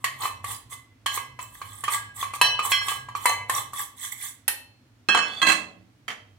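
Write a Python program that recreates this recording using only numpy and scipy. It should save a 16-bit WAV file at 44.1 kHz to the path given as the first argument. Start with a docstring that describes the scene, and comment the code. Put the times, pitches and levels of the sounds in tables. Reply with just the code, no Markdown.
"""A steel strainer full of holes is tapped and rubbed empty over a pan, its rim clinking on the pan now and then.
Its taps are short wall tones, noise bursts and fading modes; its rubs are many tiny catches that shake the wall.
A spoon clicks on a glass dish, the strainer lands on a stone counter, bounces, rolls and rattles to rest,
and the spoon clicks again: noise bursts and modes too, with rising tones for the roll.
A low wavering hum and quiet noise lie behind; a hard little kitchen adds a short tail of shaped noise."""
import sys
import numpy as np
from scipy import signal
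from scipy.fft import rfft, irfft, next_fast_len
from scipy.io import wavfile

SR = 44100
rng = np.random.default_rng(int(sys.argv[2]) if len(sys.argv) > 2 else 0)


def write(x):
    x = np.atleast_2d(x).T
    wavfile.write(sys.argv[1], SR, np.round(np.clip(x, -1, 1) * 32767).astype(np.int16))


N = 281483
TIME = np.arange(N) / SR  # seconds from the start of the scene
AGE = np.arange(SR) / SR  # seconds since a blow

# A t60 is the time in seconds that a sound takes to fade by 60 dB.
# Background noise. Each row: frequency in Hz, level in dB.
FLOOR = [(35, -21.5), (100, -0.5), (165, -16), (255, -0.5), (390, -16.5), (2400, -23.5), (6200, -31.5),
         (8000, -35), (16000, -41)]
# How loud the hum is over time. Each row: time in seconds, level in dB.
HUM = [(0, -55.5), (.5, -48.5), (.9, -59.5), (1.3, -53), (2.05, -51.5), (3.6, -50.5), (3.9, -62.5),
       (6.3, -60)]
# How long the kitchen rings. 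Each row: frequency in Hz, t60 in seconds.
ROOM_T60 = [(150, 0.86), (500, 0.66), (1100, 0.35), (3000, 0.39), (8000, 0.28), (15000, 0.24)]
# Tone balance of the two channels. Each row: frequency in Hz, left minus right in dB.
CHANNEL_BALANCE = [(100, -3.5), (300, 2.5), (1200, -1), (8000, -3.5), (12500, 1)]

# Spoon clicks. Each row: start in seconds, then the clack, the tick, the spoon's ring and the dish's ring
# as relative levels in dB, then left minus right in dB.
SPOON_CLICKS = [(4.479, -23.5, -10, -30, -35.5, -2.5), (6.0804, -25, -42, -58, -30, -4.5),
                (6.102, -29, -58, -60, -36.5, 1), (6.1127, -33, -59, -59, -38, 0)]
# The spoon's modes. Each row: frequency in Hz, level in dB, t60 in seconds when held loosely.
SPOON = [(1850, -0.5, 0.29), (2625, 0.5, 0.39), (3066, -10.5, 0.45), (4256, -9, 0.72)]
# The glass dish's modes. Each row: frequency in Hz, level in dB, t60 in seconds.
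DISH = [(1296, -11.5, 0.039), (2020, 1, .1), (3120, -0.5, 0.12), (3170, -23.5, 0.61), (4580, -11, 0.078),
        (5800, -15, 0.117), (6760, -13.5, 0.094)]
# Colours of the spoon's contact. Each row: frequency in Hz, level in dB.
SPOON_CLACK = [(200, -11), (600, -7.5), (1000, -1), (1400, -2.5), (1950, 2), (2500, -4.5), (3200, -4.5),
               (4000, -16), (7000, -20.5)]
SPOON_TICK = [(3000, -2.5), (7000, -6), (10000, 7), (14000, 1), (16000, -17)]

# Colours of the strainer's contacts. Each row: frequency in Hz, level in dB.
KNOCK_SPREAD = [(100, -35), (300, -38), (520, -5.5), (700, -20.5), (900, 2.5), (1150, 11), (1350, -15),
                (2500, -31.5)]
CLACK = [(600, -18), (1400, -15), (1850, 0), (2400, -4), (3200, -4), (3900, -11), (4400, -6.5),
         (5100, -16.5), (7000, -10.5)]
TICK = [(2500, -29), (4500, -12.5), (6200, -13.5), (7000, -2.5), (8200, 1), (11000, 0), (13000, -6.5),
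        (16000, -25)]
RASP = [(1400, -17.5), (2000, -0.5), (2800, -15.5), (3400, -4), (4700, -15.5), (6200, -10.5), (7000, -1.5),
        (8200, 0), (10200, -5), (13000, -8.5), (16000, -11.5)]
THUD = [(90, -19.5), (170, -14), (330, -7.5), (650, -6.5), (900, -2), (1200, 2), (1600, -4.5),
        (2500, -16.5)]
PAN_THUD = [(300, -33), (400, -16.5), (520, 1.5), (660, -3.5), (900, 5.5), (1300, -31)]
STONE_TICK = [(4000, -16.5), (6600, -0.5), (8500, 5.5), (10500, -15), (15000, -26)]

# Blows of the base on the counter. Each row: start in seconds, strength in dB, relative ring level in dB,
# place struck, favoured mode in Hz.
LANDING = [(5.0868, -14.5, -20.5, "base", 2616), (5.1466, -13, -23, "edge", 3262),
           (5.1726, -16.5, -25, "edge", 2616), (5.1889, -22, -32, "base", 2616),
           (5.417, -25, -24, "base", 3270), (5.428, -27, -19.5, "base", 1075),
           (5.4685, -24.5, -21.5, "base", 4290), (5.474, -23, -22, "base", 2020),
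           (5.4865, -19, -23, "base", 4140), (5.4981, -19, -27, "base", 2647),
           (5.5183, -19, -27, "base", 1616), (5.5268, -22, -33, "base", 2606)]
# The strainer's modes with its base on the stone. Each row: frequency in Hz, level in dB, t60 in seconds.
SEATED = [(182.5, -19.5, 0.46), (318, -17, .32), (1075, 0, 0.11), (1616, 3, 0.11), (1715, -7, .3),
          (2020, -0.5, 0.19), (2606, 0.5, .23), (2647, 0.5, 0.19), (3270, 1, .09), (4140, 0.5, 0.078),
          (4290, -6, 0.053), (6500, -12, 0.17)]
# The base rolls on the stone. One row: start, fully rolling and end, all in seconds.
ROLL_S = (5.19, 5.28, 5.42)

# The strainer's modes. Each row: frequency in Hz, t60 in seconds when ringing freely, then the level in dB
# when struck on the rim, flank, lip, edge and base.
BOWL = [(1152, .4, -14, -13, -3, -6, -14), (1515, .4, -38, -18, -21, -20, -4),
        (1594, .3, -34, -26, -30, -12, -11), (1637, .5, -16, -5, -17, -8, -3),
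        (1790, .25, -11, -36, -6, -10, -17), (1827, .3, -11, -26, -10, -12, -1),
        (2042, .65, -19, -4, 1, -7, -22), (2251, .65, -33, -16, 1, -17, -16),
        (2616, .45, -1, -11, -3, -6, -3), (3003, .65, -1, -17, -11, -8, -17),
        (3041, .5, -8, -11, -19, -6, -11), (3068, .55, -12, -23, -13, -8, -23),
        (3262, .3, -14, -2, -24, -6, -3), (4037, .45, -7, -21, -19, -15, -32),
        (4153, .5, -26, -29, -10, -12, -34), (4213, .4, -15, -10, -27, -7, 0),
        (4419, .42, -13, -22, -21, -21, -40), (5310, .4, -20, -18, -33, -17, -20),
        (5410, .35, -21, -7, -36, -13, -9), (5783, .45, -10, -22, -24, -17, -16),
        (6735, .25, -36, -24, -24, -12, -15)]
# Names of the places struck, in the order of those level columns.
PLACES = ["rim", "flank", "lip", "edge", "base"]
# A firm grip makes the ring both weak and short. Each row: ring level in dB, share of the free decay time.
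GRIP = [(-35, 0.94), (-18, 1)]
# How much each new blow damps the old ring: light and middling blows a little, the firmest most.
# Each row: strength in dB, change of the old ring in dB.
CHOKE_DB = [(-31.5, -4), (-19.5, -3), (-11.5, -9)]
# Soft knocks of the hand on the wall. Each row: start in seconds, pitch in Hz, strength in dB, place struck,
# favoured mode in Hz.
KNOCKS = [(0.2341, 1037, -27, "edge", 2616), (0.2547, 1157, -25.5, "edge", 2042),
          (1.1751, 1097, -25.5, "edge", 2042), (1.39, 1010, -30.5, "edge", 2616),
          (1.6158, 1124, -31, "edge", 1637), (1.8802, 1196, -21, "edge", 1637),
          (2.2278, 1102, -24, "edge", 2042), (2.3364, 1145, -28, "edge", 2616),
          (2.5912, 1220, -20, "rim", 3068), (2.65, 1107, -31, "flank", 5410),
          (2.815, 1123, -32, "edge", 2251), (2.917, 1153, -28.5, "edge", 4213),
          (3.086, 1013, -34, "edge", 1637), (3.151, 1142, -26, "edge", 5783),
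          (3.2965, 903, -24.5, "lip", 2042)]
# Hard clinks of the rim on the pan. Each row: start in seconds, strength in dB, relative clack level in dB,
# clack pitch in Hz, relative level of the lasting ring in dB, place struck, favoured mode in Hz, its change in dB.
CLINKS = [(0.0417, -23, -16, 1850, -43.5, "lip", 3068, 19.5),
          (0.2192, -42, -31.5, 4100, -43, "edge", 4213, 5),
          (0.4426, -28.5, -32, 1900, -54, "edge", 4153, 19),
          (0.7242, -40.5, -56, 3400, -58.5, "edge", 2042, 22.5),
          (1.0609, -23.5, -19.5, 3150, -26.5, "edge", 3041, -13),
          (1.8376, -26, -28, 1800, -37.5, "edge", 1827, 7.5),
          (1.9349, -38, -27, 2000, -41.5, "edge", 1637, 18.5),
          (2.4134, -12.5, -18.5, 1800, -15.5, "rim", 3003, 2.5),
          (2.7182, -23.5, -17.5, 2300, -16.5, "flank", 3262, -1.5),
          (2.883, -25, -23.5, 3200, -32, "edge", 1637, 13.5),
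          (3.256, -12.5, -21.5, 1900, -20, "lip", 2251, -2.5),
          (3.496, -17.5, -22, 1800, -48.5, "edge", 1827, 16),
          (3.7334, -30.5, -43, 1830, -59, "edge", 1827, 8)]
# Strokes over the wall with its holes. Each row: moment of greatest pressure in seconds, length in seconds,
# strength in dB.
STROKES = [(0.143, 0.75, -59.5), (0.25, 0.13, -30.5), (0.514, 0.15, -31), (0.73, 0.071, -35.5),
           (1.156, 0.086, -28), (1.425, 0.072, -41.5), (1.551, 0.026, -45.5), (1.75, 0.74, -46),
           (1.938, 0.08, -23), (2.211, 0.13, -31.5), (2.356, 0.051, -33.5), (2.659, 0.07, -24.5),
           (2.715, 0.046, -23), (2.908, 0.18, -30.5), (3.171, 0.036, -37), (3.287, 0.2, -32),
           (3.57, 0.16, -26.5), (3.804, 0.15, -28.5), (4.052, 0.17, -31.5), (4.127, 0.026, -30),
           (4.251, 0.19, -31.5)]
# How much a stroke shakes the wall, most while the flour is pushed out and least in the last light wipes.
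# Each row: time in seconds, level over the rasp in dB.
SHAKE = [(0.26, 3.5), (0.5, -6), (1.9, -7), (3.6, -2.5), (4.25, -21.5)]

SEATED_FROM_S = 5.3  # later blows find the strainer laid flat
# What a blow on stone is made of: thud, clack and tick, in dB over its strength.
TILTED, FLAT = (4.4, -13.5, -12), (0.52, 0.84, -4)
SETTLE_START_S, SETTLE_FADE_S, SETTLE_T60 = 5.42, 5.535, 0.094  # the chatter starts, lets up, and its fade time
WALL_HZ, WALL_SAG_HZ = 1156, 674  # pitch of the wall under a light clink, and its drop under a blow of 0 dB
WALL_T60 = 0.06  # seconds
STROKE_RISE = 0.57  # share of a stroke spent pressing harder; the rest lets go
TOP_HZ = 16200  # nothing much is heard above this


def undb(db):
    """Turn decibels into a gain."""
    return 10 ** (np.asarray(db) / 20)


def unit(x):
    """Scale a sound to an average (rms) level of 1."""
    return x / np.sqrt(np.mean(x ** 2))


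def fade(t60):
    """Fade away smoothly after a blow, by 60 dB every t60 seconds."""
    return np.exp(-np.log(1000) * AGE / t60)


def panned(x, pan_db):
    """Share a sound between left and right, keeping its power."""
    sides = undb(np.array([[pan_db], [-pan_db]]) / 2)
    return x * sides / np.sqrt((undb(pan_db) + undb(-pan_db)) / 2)


def add(out, s, x):
    """Mix a sound in at time s, in seconds."""
    i = int(s * SR)
    out[:, i:i + x.shape[1]] += x[:, :N - i]


def colour(x, points):
    """Filter a sound by rows of Hz and dB, falling away outside them."""
    size = next_fast_len(x.shape[-1])
    hz, db = np.transpose(points)
    f = np.maximum(np.fft.rfftfreq(size, 1 / SR), 1)
    outside = np.minimum(f / hz[0], 1) ** 2 * np.minimum(hz[-1] / f, 1) ** 2
    gain = outside * undb(np.interp(np.log(f), np.log(hz), db))
    return irfft(rfft(x, size) * gain, size)[..., :x.shape[-1]]


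def noise(points, size, apart_hz=1500):
    """Coloured noise in two channels: alike in the bass, unrelated in the treble."""
    mid, side = rng.standard_normal((2, size))
    side = signal.sosfilt(signal.butter(1, apart_hz, "high", fs=SR, output="sos"), side)
    return unit(colour(np.array([mid + side, mid - side]), points))


def burst(points, db, t60, rise_s=0.0014):
    """Fading noise stands for the crowd of short-lived resonances that a contact excites."""
    size = len(AGE) // 3
    attack = 1 - np.exp(-AGE[:size] / rise_s)
    crowd = noise(points, size) * undb(db) * fade(t60)[:size] * attack
    return np.pad(crowd, [(0, 0), (0, len(AGE) - size)])


def ring(hz, db, t60, detune=0.00095, apart_hz=2200, sway=1):
    """Fading sine modes; the higher ones tend to reach the two channels further out of step."""
    hz = hz * (1 + detune * rng.standard_normal(len(hz)))
    start = rng.uniform(0, 2 * np.pi, len(hz))
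    lead = rng.standard_normal(len(hz)) * np.minimum(hz / apart_hz, 2) / 2
    turn = (2 * np.pi * hz[:, None] * AGE + start[:, None]).astype(np.float32)
    size = (undb(db)[:, None] * fade(t60[:, None]) * sway).astype(np.float32)
    mid = np.einsum("m,mt->t", np.cos(lead), size * np.sin(turn))
    side = np.einsum("m,mt->t", np.sin(lead), size * np.cos(turn))
    return np.array([mid + side, mid - side])


def resonate(x, response):
    """Drive a two-channel resonator with a sound, evening out the resonator's power."""
    even = response / np.sqrt(np.sum(response ** 2) / 2)
    return signal.fftconvolve(np.atleast_2d(x), even, axes=1)[:, :N]


def slips(rate, scatter_db):
    """Tiny catches at random moments (rate per second), a few much stronger than the rest."""
    happens = rng.random(N) < rate / SR
    kick = rng.standard_normal(N)
    strength = undb(scatter_db * np.minimum(rng.exponential(size=N), 4))
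    return unit(happens * kick * strength)


def choke(rings, s, db):
    """A contact at time s damps whatever is still ringing, within 20 ms."""
    return rings * np.interp(TIME, [s, s + .02], [1, undb(db)])


def favour(hz, lead_hz, lead_db, scatter_db=1.5):
    """No two blows land alike: one mode changes by lead_db, and all vary a little; gives dB."""
    nearest = np.arange(len(hz)) == np.argmin(abs(hz - lead_hz))
    return lead_db * nearest + scatter_db * rng.standard_normal(len(hz))


def background(floor_db=-62, hum_hz=110, waver=0.1004, waver_rate=1.7, hum_db=-3, murk_db=-3):
    """Quiet room noise, and a low hum with murky noise; the hum's pitch wavers a few times a second."""
    drift = unit(colour(rng.standard_normal(N), [(1, 1.5), (4, 1), (8, -25.0)]))
    pitch = hum_hz * (1 + waver * (np.sin(2 * np.pi * waver_rate * TIME) + drift / 2))
    tone = undb(hum_db) * unit(np.sin(2 * np.pi * np.cumsum(pitch) / SR))
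    murk_colour = [(45, -15.0), (63, -8.5), (78, -15.5), (104, 0.0), (122, -9.5), (150, -16.5)]
    murk = undb(murk_db) * noise(murk_colour, N)
    hum = undb(np.interp(TIME, *np.transpose(HUM))) * (tone + murk)
    return hum + undb(floor_db) * noise(FLOOR, N, apart_hz=800)


def kitchen(x, wet_db=-6, build_s=0.0021,
            tone=((100, -2), (1100, 0), (3000, -3), (8000, 0), (16000, -1))):
    """Close hard walls give a dense tail that dies sooner in the treble."""
    f, s, cells = signal.stft(noise(tone, len(AGE), apart_hz=700), SR, nperseg=256)
    hz, t60 = np.transpose(ROOM_T60)
    decay = np.exp(-np.log(1000) * s / np.interp(f, hz, t60)[:, None])
    tail = signal.istft(cells * decay, SR)[1][:, :len(AGE)]
    tail = tail * (1 - np.exp(-AGE / build_s))
    return undb(wet_db) * resonate(x, tail)


def spoon(clack_db=2, clack_t60=0.069, tick_db=2, tick_t60=0.039, hold=0.87):
    """Light, hard clicks on a glass dish, with a faint ring from both; the hold shortens the spoon's."""
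    out = np.zeros((2, N))
    hz, db, t60 = np.transpose(SPOON)
    for s, clack, tick, ringing, dish, pan in SPOON_CLICKS:
        contact = burst(SPOON_CLACK, clack + clack_db, clack_t60)
        contact = contact + burst(SPOON_TICK, tick + tick_db, tick_t60)
        spoon_ring = undb(ringing) * ring(hz, db, t60 * hold)
        dish_ring = undb(dish) * ring(*np.transpose(DISH), detune=0.0015)
        add(out, s, panned(contact + spoon_ring + dish_ring, pan))
    return out


def slide(sing_db=-40, rise=0.06, scrape_db=-46, scrape_rate=900, rattle_db=-29, rattle_rate=260):
    """As the base rolls on the stone it scrapes and two modes sing and rise; then it chatters to rest."""
    rolling = np.interp(TIME, ROLL_S, [0, 1, 1], right=0)
    stiffening = 1 + rise * np.interp(TIME, [ROLL_S[0], ROLL_S[-1]], [0, 1])
    singing = 0
    for hz, db in [(3300, 0), (4300, -7.5)]:
        shiver = unit(colour(rng.standard_normal(N), [(10, 0), (45, 0), (450, -29)]))
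        tone = unit(np.sin(2 * np.pi * np.cumsum(hz * stiffening) / SR))
        singing = singing + undb(db) * shiver * tone
    let_up = np.exp(-np.log(1000) * np.maximum(TIME - SETTLE_FADE_S, 0) / SETTLE_T60)
    settling = (TIME >= SETTLE_START_S) * let_up
    scrape = undb(scrape_db) * slips(scrape_rate, 1.5) * rolling
    rattle = undb(rattle_db) * slips(rattle_rate, 1.4) * settling
    chatter = burst(THUD, 0, 0.028) + burst(CLACK, 0, 0.018) + burst(STONE_TICK, 0.85, 0.01)
    return panned(undb(sing_db) * singing * rolling + resonate(scrape + rattle, chatter), -2.5)


def seated_ring(lead_hz, lead_db):
    """The strainer lying on the stone: each blow shifts its modes slightly."""
    hz, db, t60 = np.transpose(SEATED)
    return ring(hz, db + favour(hz, lead_hz, lead_db), t60, detune=0.0059)


def bowl_ring(place, hold=1, lead_hz=0, lead_db=0, flutter_db=4.5, flutter_rate=45):
    """The place of contact decides which strainer modes speak; a firm hold (under 1) shortens them."""
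    hz, t60, *by_place = np.transpose(BOWL)
    db = by_place[PLACES.index(place)] + favour(hz, lead_hz, lead_db)
    # each mode's level flutters on its own
    steps = rng.standard_normal((len(hz), 256))
    flutter = [np.interp(AGE * flutter_rate, np.arange(len(row)), undb(flutter_db * row)) for row in steps]
    return ring(hz, db, t60 * hold, sway=np.array(flutter))


def landing(thud_t60=0.044, clack_t60=0.057, tick_t60=0.053, free_db=1, hold=0.83, seated_db=0, lead_db=6,
            tilted_choke_db=-5, flat_choke_db=-2, pan_db=-7):
    """The base rings freely while tilted on the stone; laid flat, it rattles with its seated modes."""
    out, rings = np.zeros((2, 2, N))
    for s, db, ringing, place, lead_hz in LANDING:
        tilted = s < SEATED_FROM_S
        thud, clack, tick = db + np.array(TILTED if tilted else FLAT)
        if tilted:
            modes = undb(free_db) * bowl_ring(place, hold, lead_hz, lead_db)
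        else:
            modes = undb(seated_db) * seated_ring(lead_hz, lead_db)
        contact = burst(CLACK, clack, clack_t60) + burst(STONE_TICK, tick, tick_t60)
        add(out, s, panned(contact, pan_db) + panned(burst(THUD, thud, thud_t60), 0.5))
        rings = choke(rings, s, tilted_choke_db if tilted else flat_choke_db)
        add(rings, s, undb(ringing) * modes)
    return out + panned(rings, pan_db)


def clack_at(hz, db, t60, focus_db=-2, broad_db=-4):
    """A clack whose energy gathers round a pitch set by the point of contact."""
    focus = [(hz * .8, -22), (hz, 0), (hz * 1.25, -22)]
    return burst(focus, db + focus_db, t60) + burst(CLACK, db + broad_db, t60)


def wall_knock(hz, db, tone_db=6, spread_db=-3, spread_t60=0.057,
               pan_thud_db=3, pan_thud_t60=0.35, firmness=2.46):
    """A few cycles of the hand-damped wall; it takes a firm blow to move the heavy pan much."""
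    tone = undb(db + tone_db) * np.sin(2 * np.pi * hz * AGE) * fade(WALL_T60)
    wall = tone + burst(KNOCK_SPREAD, db + spread_db, spread_t60)
    return wall + burst(PAN_THUD, firmness * db + pan_thud_db, pan_thud_t60)


def knocks(clack_db=-3, clack_t60=0.066, overtone=2.05, tick_db=-17, tick_t60=0.025,
           bump_db=2, bump_t60=0.027, ring_db=-18, lead_db=9):
    """Soft blows are mostly wall: a brief bump, a clack about an octave above it, little tick."""
    blows = []
    for s, hz, db, place, lead_hz in KNOCKS:
        contact = clack_at(overtone * hz, db + clack_db, clack_t60) + burst(TICK, db + tick_db, tick_t60)
        bump = burst(KNOCK_SPREAD, db + bump_db, bump_t60)
        sound = wall_knock(hz, db) + bump + contact
        blows.append((s, db, sound, db + ring_db, place, lead_hz, lead_db))
    return blows


def clinks(wall_db=-1.0, clack_db=2, clack_t60=0.08, tick_db=1.5, tick_t60=0.039):
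    """Steel on steel adds a loud clack and a bright tick, and the wall sounds lower under firmer blows."""
    blows = []
    for s, db, clack, clack_hz, *ringing in CLINKS:
        contact = clack_at(clack_hz, clack + clack_db, clack_t60) + burst(TICK, db + tick_db, tick_t60)
        wall_hz = WALL_HZ - WALL_SAG_HZ * undb(db)
        blows.append((s, db, wall_knock(wall_hz, db + wall_db) + contact, *ringing))
    return blows


def taps(ring_db=-1):
    """Knocks and clinks in turn, each choking the last ring and leaving its own."""
    out, rings = np.zeros((2, 2, N))
    blows = sorted(knocks() + clinks(), key=lambda blow: blow[0])
    for s, db, sound, ringing, place, lead_hz, lead_db in blows:
        add(out, s, sound)
        rings = choke(rings, s, np.interp(db, *np.transpose(CHOKE_DB)))
        hold = np.interp(ringing + lead_db, *np.transpose(GRIP))
        add(rings, s, undb(ringing + ring_db) * bowl_ring(place, hold, lead_hz, lead_db))
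    return out + rings


def grains(t60, scatter_db, count=45000, size=200):
    """Each catch on a hole rings for a few milliseconds (size samples) at a pitch of its own."""
    when, pitch, lead, chance = rng.random((count, 4), dtype=np.float32).T
    shape = undb(-scatter_db * np.log(1 - chance))[:, None] * fade(t60)[:size]
    turn = 2 * np.pi * (1300 + 15000 * pitch[:, None]) * AGE[:size].astype(np.float32)
    at = ((when * N).astype(int)[:, None] + np.arange(size)).ravel()
    # the right channel starts each wave at its own point
    shifts = (0, 2 * np.pi * lead[:, None])
    return np.array([np.bincount(at, (shape * np.sin(turn + d)).ravel(), N)[:N] for d in shifts])


def rubs(rasp_db=0, body_db=0, ring_db=-13, hold=0.94, swell=1.29, body_hz=1110, tone_db=-2, pan_db=-2):
    """Strokes catch on the floury holes: a dense rasp that also shakes the wall and keeps the ring alive."""
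    pressure = np.zeros(N)
    for s, length, db in STROKES:
        corners = [s - STROKE_RISE * length, s, s + (1 - STROKE_RISE) * length]
        pressure += undb(db) * np.interp(TIME, corners, [0, 1, 0]) ** swell
    shaking = pressure * undb(np.interp(TIME, *np.transpose(SHAKE)))
    # the wall's crowded high modes favour some pitches and swallow others
    high_modes = rng.standard_normal((2, len(AGE))) * fade(.025)
    catches = resonate(grains(t60=.014, scatter_db=3.5), high_modes)
    rasping = undb(rasp_db) * pressure * unit(colour(catches, RASP))
    push = slips(2500, 3.7) * shaking
    wall_tone = undb(tone_db) * np.sin(2 * np.pi * body_hz * AGE) * fade(WALL_T60)
    wall = wall_tone + burst(KNOCK_SPREAD, 5.4, 0.076)
    ringing = undb(ring_db) * resonate(push, bowl_ring("edge", hold))
    return panned(rasping + ringing, pan_db) + undb(body_db) * resonate(push, wall)


def scene():
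    """Strainer and spoon, straight to the ear and by way of the kitchen walls, over the background."""
    # held in the air, the small open bowl radiates little bass
    bass_cut = signal.butter(2, 380, "high", fs=SR, output="sos")
    held = signal.sosfilt(bass_cut, taps() + rubs())
    close = held + landing() + slide() + spoon()
    return undb(-1.5) * close + kitchen(close) + background()


def record(dry):
    """Give each channel its own colour, cut the rumble, clip at full scale and cut the top."""
    hz, db = np.transpose(CHANNEL_BALANCE)
    balance = np.interp(np.log(np.fft.rfftfreq(N, 1 / SR) + 1), np.log(hz), db)
    heard = irfft(rfft(dry) * undb(np.array([balance, -balance]) / 2), N)
    heard = signal.sosfilt(signal.butter(2, 45, "high", fs=SR, output="sos"), heard)
    top_cut = signal.ellip(10, .2, 80, TOP_HZ, fs=SR, output="sos")
    return signal.sosfilt(top_cut, np.clip(heard, -1, 1))


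dry = scene()
out = record(dry)
write(out)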